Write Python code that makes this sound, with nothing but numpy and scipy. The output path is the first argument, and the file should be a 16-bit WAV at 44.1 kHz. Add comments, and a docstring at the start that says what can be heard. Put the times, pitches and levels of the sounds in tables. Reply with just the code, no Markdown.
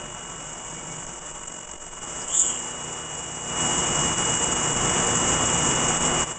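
"""A spindle drills through a steel flange: rough cutting tones, then a screech of ringing steel as it breaks through.
Coolant spray hisses and pulses with the turning tool; edges catch and chips ping as short noise bursts into steel modes.
Behind it a drive whines, a whistle comes in bursts, and the shop roars, thrums and hums: shaped noise and wavering sines.
Noises and ringing steel pass a microphone housing with a notch and a treble peak. Puffs of air thump and dull the
steady bed, whose level wanders, rising sharply for a while in the second half."""
import sys
import numpy as np
from scipy import signal
from scipy.fft import rfft, irfft, next_fast_len
from scipy.io import wavfile

SR = 44100
rng = np.random.default_rng(int(sys.argv[2]) if len(sys.argv) > 2 else 0)


def materialize(psi):
    """Save the field psi as 16-bit PCM at rate SR to the path in sys.argv[1].

    A 1-D psi becomes a single channel; in a 2-D psi each row is a channel.
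    """
    bounded = np.clip(np.atleast_2d(psi).T, -1, 1)
    quanta = np.round(bounded * 32767).astype(np.int16)
    wavfile.write(sys.argv[1], SR, quanta)


N = 281358
T = np.arange(N) / SR

# Rough tones the drill sings in the steel. Each row: pitch in Hz, level in dB before the cutting gain.
CUTTING_TONES = [(44.4, -11), (167.3, -20), (347.5, -14), (599, -12), (932, -11.5), (844, -17.5),
                 (1112, -15), (1347, -23.5), (1340, -14.5), (1512, -15.5)]
# Screech of the breakthrough. Each row: time in seconds, rms of the shrill ring in dB, rasp centre in Hz.
SCREECH_GLIDE = [(2.26, -58, 3000), (2.285, -39, 3000), (2.31, -33, 3090), (2.35, -22, 3365),
                 (2.39, -20, 3450), (2.44, -23, 3250), (2.5, -26, 3070), (2.535, -32.5, 3000),
                 (2.62, -36.5, 2920), (2.7, -60, 2850)]
# Two bursts of the rasp. Each row: centre in seconds, rms at the crest in dB, length at half height in seconds.
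RASP_BURSTS = [(2.343, -39, 0.097), (2.49, -39.5, 0.14)]
# The cutting edges catch. Each row: start in seconds, peak level in dB, centre of the colour in Hz.
EDGE_CATCHES = [(2.2816, -22, 7300), (2.3081, -24, 7200), (2.3465, -17, 7000), (2.3545, -11, 7900),
                (2.377, -10, 7800), (2.3947, -7, 7900), (2.4163, -8, 8000)]
# Single chips and drops strike the guard. Each row: start in seconds, peak level in dB, centre of the colour in Hz.
CHIP_STRIKES = [(.648, -25, 7300), (1.0657, -21, 7100), (1.4726, -26, 7300), (1.7137, -22, 7300),
                (2.1441, -29, 7400), (4.2168, -14, 7400), (4.3445, -17, 7450)]
# Modes of tool and flange. Each row: pitch in Hz, relative level in the air in dB,
# time in seconds to ring down 60 dB before extra damping.
STEEL_MODES = [(5240, -4.5, .021), (6100, 0, .031), (6000, -11, .031), (6630, 1, .13), (7480, 4.5, 0.036),
               (7010, 7.5, 0.048), (6860, -7.5, 0.078), (7600, 1, 0.067), (7750, -7, 0.031),
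               (7790, -2, 0.077), (8200, -16, 0.02), (8540, -3, .081), (8160, -7, 0.022), (9100, 2, .021)]
# Noise spectra in the air, only their shape counts. Each row: frequency in Hz, density in dB per Hz.
SPRAY_SPECTRUM = [(2600, -29), (4050, -2), (4650, -3.5), (5350, -4.5), (6450, -4), (7250, -7), (7750, -9.5),
                  (8250, -14.5), (8550, -13.5), (8850, -9.5), (9100, -29), (9600, -55.5)]
ROAR_SPECTRUM = [(90, -31), (200, -9), (420, 0), (650, 0), (1000, 1.5), (1300, -2), (1600, -4), (2600, -6),
                 (3400, -5), (4000, -12), (4600, -17.5), (6000, -33.5)]
THRUM_SPECTRUM = [(40, -34.5), (75, -8.5), (110, -10), (160, 0.5), (200, -8), (300, -9), (420, -16.5)]
BUFFET_SPECTRUM = [(8, -8.5), (18, 4.5), (40, 3.5), (65, -0.5), (110, -18)]
# Short spits of coolant hiss. Each row: centre in seconds, rms at the crest in dB, pitch centre in Hz,
# length at half height in seconds.
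COOLANT_SPITS = [(2.222, -45, 5100, .018), (2.402, -46, 5200, .02), (2.443, -46, 5300, .01)]
# Bursts of a thin whistle. Each row: centre in seconds, crest level in dB against the roar.
WHISTLE_BURSTS = [(.545, -17), (.655, -13), (.795, -10.5), (.925, -10)]
# Motors and pumps of the shop. Each row: pitch in Hz, level in dB before the hum gain.
SHOP_HUM = [(59, -17), (78, -19), (118, -13), (152, -11), (180, -15), (240, -11), (300, -18), (327, -17),
            (358, -13), (475, -13), (712, -17), (864, -18), (985, -20), (1077, -18), (1164, -15),
            (1310, -16), (1360, -19), (1480, -21), (1500, -20), (1767, -20), (2132, -24), (2935, -23),
            (3914, -38), (4565, -38), (5545, -26)]
# Puffs of air that press on the microphone and deafen it for a moment. Each row: centre in seconds, depth in dB,
# width at half depth in seconds.
AIR_PUFFS = [(1.059, 7, .012), (1.205, 4, 0.019), (1.333, 4.5, 0.019), (1.405, 4, 0.02), (1.463, 4.5, .025),
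             (1.56, 0, 0.018), (1.664, 4, .02), (1.788, 8, 0.042), (1.855, 6, 0.029), (1.905, 8, 0.026),
             (1.957, 5, 0.016), (2.002, 6, 0.023), (2.058, 2, 0.016), (2.26, 4, 0.037), (3.75, 1.5, .03),
             (4.158, 3, .025), (4.39, 3, 0.025), (4.46, 1, 0.019), (4.55, 2.5, 0.018), (4.74, 3.5, 0.034),
             (5.05, 0.5, 0.021), (5.992, 4, 0.025)]
# Balance of the bed. Each row: time in seconds, then spray, whine and thrum in dB against the roar.
BALANCE = [(0, 1.5, -5, -8), (1, 4.5, -7.5, -6.5), (1.6, 4, -5.5, -10.5), (2.3, 4.5, -6, -12),
           (2.6, 3, -4, -9.5), (4.3, 4, -3, -5.5), (5, 3, -7, -4.5), (5.6, 2.5, -5, -6),
           (6.38, 1.5, -6, -14.5)]
# Slow level of the steady bed. Each row: time in seconds, level of the roar in dB.
BED_LEVEL = [(0, -40), (.1, -42), (.85, -42), (1.4, -42.5), (1.6, -45), (1.95, -42), (2.2, -39),
             (2.4, -40.5), (2.52, -39), (3.43, -39.5), (3.62, -29.5), (4.65, -30), (4.85, -28),
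             (6.235, -28), (6.25, -38), (6.322, -35), (6.334, -42), (6.38, -42.5)]
# Throb of the bed, twice a turn. Each row: time in seconds, depth in dB (negative turns it over).
THROB_DEPTH = [(0, 2), (.7, 0.6), (1.05, 1.5), (1.3, -0.5), (1.5, 3.5), (1.76, 3.5), (1.9, 1), (2.3, 0.3),
               (6.38, 0.5)]

SPINDLE_HZ, THROB_START_S = 23.27, 0.03
# The drill cuts until it breaks through; then its tones die and the shop hum stands out.
THROUGH_S, THROUGH_FADE_S = 2.45, 0.16
CUTTING_DB, HUM_CUTTING_DB, HUM_FREE_DB = -0.5, -4, -1
# A lighter graze comes just before each catch.
GRAZE_LEAD_S, GRAZE_DB, GRAZE_HZ = 0.004, -7, 7250
# Jets from the drill tip sweep round about once a turn: depth in the spray, phase in radians.
SWEEP_HZ, SWEEP_PHASE, SWEEP_DB = 23.33, -2.8, 1
WHINE_HZ, WHINE_OCTAVE_DB = 2897.9, -17  # octave against the fundamental
WHISTLE_HZ, WHISTLE_S = 2248, 0.09
BUFFET_DB = -17  # against the roar
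# Gain for a puff 1 dB deep, and the band in which its thump is heard.
THUMP_DB, THUMP_BOTTOM_HZ, THUMP_TOP_HZ = -53, 7, 40
FLUTTER_DB, FLUTTER_HZ = 0.58, 14
NOTCH_HZ, NOTCH_WIDTH_HZ, PEAK_HZ, PEAK_WIDTH_HZ = 4200, 150, 7550, 1100
CUTOFF_HZ = 9330


def from_db(db):
    """Decibels to gain."""
    return np.exp(np.asarray(db) * (np.log(10) / 20))


def rms_one(x):
    """Scale to rms 1."""
    return x / np.sqrt(np.mean(x ** 2) + 1e-20)


def in_time(rows):
    """Columns of a table as curves, one value a sample."""
    s, *columns = np.transpose(rows)
    return [np.interp(T, s, column) for column in columns]


def bell(s, width):
    """A bump in time, as wide as given at half its height."""
    out = np.zeros(N)
    near = slice(max(round((s - 3 * width) * SR), 0), round((s + 3 * width) * SR))
    out[near] = np.exp(-4 * np.log(2) * ((T[near] - s) / width) ** 2)
    return out


def drift(rate_hz):
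    """Slow random curve of spread 1: smoothed noise at every 40th sample, joined by straight lines."""
    r = np.exp(-80 * np.pi * rate_hz / SR)
    raw = rng.standard_normal(N // 40 + 2002)
    slow = signal.lfilter([1], [1, -2 * r, r * r], raw)[2000:]  # the filter has settled
    slow = rms_one(slow - slow.mean())
    between = slow[:-1, None] + np.diff(slow)[:, None] * np.arange(40) / 40
    return between.ravel()[:N]


def root_pair(hz, width_hz):
    """A pair of poles or zeros, gain 1 at zero frequency."""
    r = np.exp(-np.pi * width_hz / SR)
    pair = np.array([1, -2 * r * np.cos(2 * np.pi * hz / SR), r * r])
    return pair / pair.sum()


def housing(x):
    """The cavity before the microphone cancels one band and lifts a higher one."""
    return signal.lfilter(root_pair(NOTCH_HZ, NOTCH_WIDTH_HZ), root_pair(PEAK_HZ, PEAK_WIDTH_HZ), x)


def tone(hz, wobble, waver_hz):
    """A sine, rms 1 before its level wobbles (as a share); its pitch wavers too."""
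    cycles = np.cumsum(hz + waver_hz * drift(2.727)) / SR + rng.random()
    phase = (2 * np.pi * (cycles - np.floor(cycles))).astype(np.float32)
    return np.sqrt(2) * np.sin(phase) * (1 + wobble * drift(4.0))


def noise(spectrum, patchy_db, rate_hz, count, grain_db=0):
    """Noise of a spectrum in overlapping bands that flicker each on their own; rms 1 at the microphone."""
    size = next_fast_len(N)
    log_hz = np.log(np.arange(size // 2 + 1) * SR / size + 1e-3)
    hz, db = np.transpose(spectrum)
    grain = from_db(grain_db * rng.standard_normal(size))  # sample by sample unevenness
    white = rng.standard_normal(size) * grain
    shaped = rfft(white) * from_db(np.interp(log_hz, np.log(hz), db, -120, -120))
    place = np.interp(log_hz, np.log(hz[[0, -1]]), [0, count - 1])
    total = 0
    for k in range(count):
        share = np.clip(1 - abs(place - k), 0, 1)
        band = irfft(shaped * share, size)[:N]
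        total = total + band * from_db(patchy_db * drift(rate_hz))
    return rms_one(housing(total))


def noise_band(hz, half_width_hz):
    """Noise round a centre that may move; rms 1."""
    lowpass = signal.butter(4, half_width_hz, fs=SR, output="sos")
    wobble = signal.sosfilt(lowpass, rng.standard_normal((2, N)))
    phase = 2 * np.pi * np.cumsum(hz + np.zeros(N)) / SR
    return rms_one(wobble[0] * np.cos(phase) + wobble[1] * np.sin(phase))


def steel(clicks, damping=1.0):
    """Clicks set the modes of the steel ringing, damping shortens them; heard at the microphone."""
    out = 0
    for k, (hz, db, t60) in enumerate(STEEL_MODES):
        r = from_db(-60 * damping / (t60 * SR))
        w = 2 * np.pi * hz / SR
        poles = [1, -2 * r * np.cos(w), r * r]
        ring = signal.lfilter([np.sin(w) / 2, 0, -np.sin(w) / 2], poles, clicks + 1e-18)
        out = out + (-1) ** k * from_db(db) * ring  # signs alternate from mode to mode
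    return housing(out)


def blows(events, contact_s, damping, spread):
    """Each blow is a dying burst of contact noise into the steel, coloured by a band and scaled to its peak."""
    out, size = np.zeros(N), 1500
    decay = np.exp(-np.arange(size) / (contact_s * SR))
    fade = np.hanning(2 * size)[size:]
    for s, db, hz in events:
        burst = rng.standard_normal(size) * decay
        colour = signal.butter(2, [hz / spread, hz * spread], "band", fs=SR, output="sos")
        ring = signal.sosfilt(colour, steel(burst, damping)) * fade
        start = round(s * SR)
        out[start:start + size] += from_db(db) * ring / abs(ring).max()
    return out


def cutting(load):
    """The loaded drill sings in the steel on rough, wavering tones that die as the load goes."""
    tones = sum(from_db(db) * tone(hz, 0.3, 6.0) for hz, db in CUTTING_TONES)
    return from_db(CUTTING_DB) * load * tones


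def screech():
    """Dense uneven slips of the cutting edges ring the steel, over a lower, gliding, broken rasp."""
    shrill_db, rasp_hz = in_time(SCREECH_GLIDE)
    span = slice(round(SCREECH_GLIDE[0][0] * SR), round(SCREECH_GLIDE[-1][0] * SR))
    sizes_db = 2.0 * np.minimum(rng.exponential(1, N), 4)
    slips = (rng.random(N) < 0.15) * from_db(sizes_db) * rng.choice([-1, 1], N)
    shrill = np.zeros(N)
    shrill[span] = rms_one(steel(slips[span], damping=2.5))
    shrill = shrill * from_db(1.5 * drift(90))
    rasp = noise_band(rasp_hz, 300) * from_db(2.5 * drift(90))
    rasp_gain = sum(from_db(db) * bell(s, length) for s, db, length in RASP_BURSTS)
    return from_db(shrill_db) * shrill + rasp_gain * rasp


def catches():
    """The cutting edges catch in heavily damped steel, each time after a lighter graze."""
    grazes = [(s - GRAZE_LEAD_S, db + GRAZE_DB, GRAZE_HZ) for s, db, hz in EDGE_CATCHES]
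    return blows(EDGE_CATCHES + grazes, contact_s=0.00053, damping=7.9, spread=1.12)


def chips():
    """Chips and drops strike the guard: shorter contacts, dull ringing, wider colour."""
    return blows(CHIP_STRIKES, contact_s=0.0004, damping=11.0, spread=1.5)


def spray(spray_db):
    """Grainy coolant hiss that swells as the jets sweep round and flickers quickly."""
    sweep_db = SWEEP_DB * np.cos(2 * np.pi * SWEEP_HZ * T + SWEEP_PHASE)
    gain = from_db(spray_db + sweep_db + 0.89 * drift(55))
    return gain * noise(SPRAY_SPECTRUM, patchy_db=0.82, rate_hz=11, count=6, grain_db=3.0)


def spits():
    """The coolant spits short bumps of narrow hiss, each moved up to its own pitch."""
    hiss = noise_band(0, 380)
    out = np.zeros(N)
    for s, db, hz, length in COOLANT_SPITS:
        carrier = np.sqrt(2) * np.cos(2 * np.pi * hz * T)
        out += from_db(db) * bell(s, length) * hiss * carrier
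    return out


def whine():
    """The drive whines on a nearly steady tone with a weak octave."""
    octave = tone(2 * WHINE_HZ, 0.1, 0.19)
    return tone(WHINE_HZ, 0.063, 0.21) + from_db(WHINE_OCTAVE_DB) * octave


def whistle():
    """One thin wavering sine, opened in short bell-shaped bursts."""
    gain = sum(from_db(db) * bell(s, WHISTLE_S) for s, db in WHISTLE_BURSTS)
    return gain * tone(WHISTLE_HZ, 0.2, 5.0)


def roar():
    """Broad, even noise of the shop: the reference for the balance."""
    return noise(ROAR_SPECTRUM, patchy_db=0.2, rate_hz=12, count=8)


def thrum():
    """Low noise that swells slowly and unevenly from band to band."""
    return noise(THRUM_SPECTRUM, patchy_db=2.7, rate_hz=1.7, count=3)


def buffet():
    """The lowest noise, buffeting unevenly."""
    return from_db(BUFFET_DB) * noise(BUFFET_SPECTRUM, patchy_db=2.0, rate_hz=3, count=2)


def hum(load):
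    """Motors and pumps sound as many wavering sines, stronger once the drill is through."""
    gain = from_db(HUM_FREE_DB + (HUM_CUTTING_DB - HUM_FREE_DB) * load)
    return gain * sum(from_db(db) * tone(hz, 0.3, 2.5) for hz, db in SHOP_HUM)


def pressure():
    """How hard the air presses on the microphone, as dB of deafening."""
    return sum(depth_db * bell(s, width) for s, depth_db, width in AIR_PUFFS)


def thumps():
    """The air pressure itself, heard in a low band as soft thumps."""
    band = signal.butter(1, [THUMP_BOTTOM_HZ, THUMP_TOP_HZ], "band", fs=SR, output="sos")
    return from_db(THUMP_DB) * signal.sosfilt(band, pressure())


def level():
    """Gain of the steady bed: slow level, throb twice a turn, deafening by puffs and a common flutter."""
    slow_db, = in_time(BED_LEVEL)
    depth_db, = in_time(THROB_DEPTH)
    throb_db = -depth_db * np.cos(4 * np.pi * SPINDLE_HZ * (T - THROB_START_S))
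    return from_db(slow_db + throb_db - pressure() + FLUTTER_DB * drift(FLUTTER_HZ))


def scene():
    """The steady bed under its level, with the screech, blows, spits and thumps on top."""
    load = np.clip(1 - (T - THROUGH_S) / THROUGH_FADE_S, 0, 1)  # 1 cutting, 0 through
    spray_db, whine_db, thrum_db = in_time(BALANCE)
    steady = cutting(load) + spray(spray_db)
    steady += from_db(whine_db) * whine() + whistle()
    steady += roar() + from_db(thrum_db) * thrum() + buffet() + hum(load)
    sudden = screech() + catches() + chips() + spits() + thumps()
    return (level() * steady + sudden)[None]


def record(dry):
    """The top is cut steeply."""
    return signal.sosfilt(signal.cheby2(16, 70, CUTOFF_HZ, fs=SR, output="sos"), dry)


dry = scene()
out = record(dry)
materialize(out)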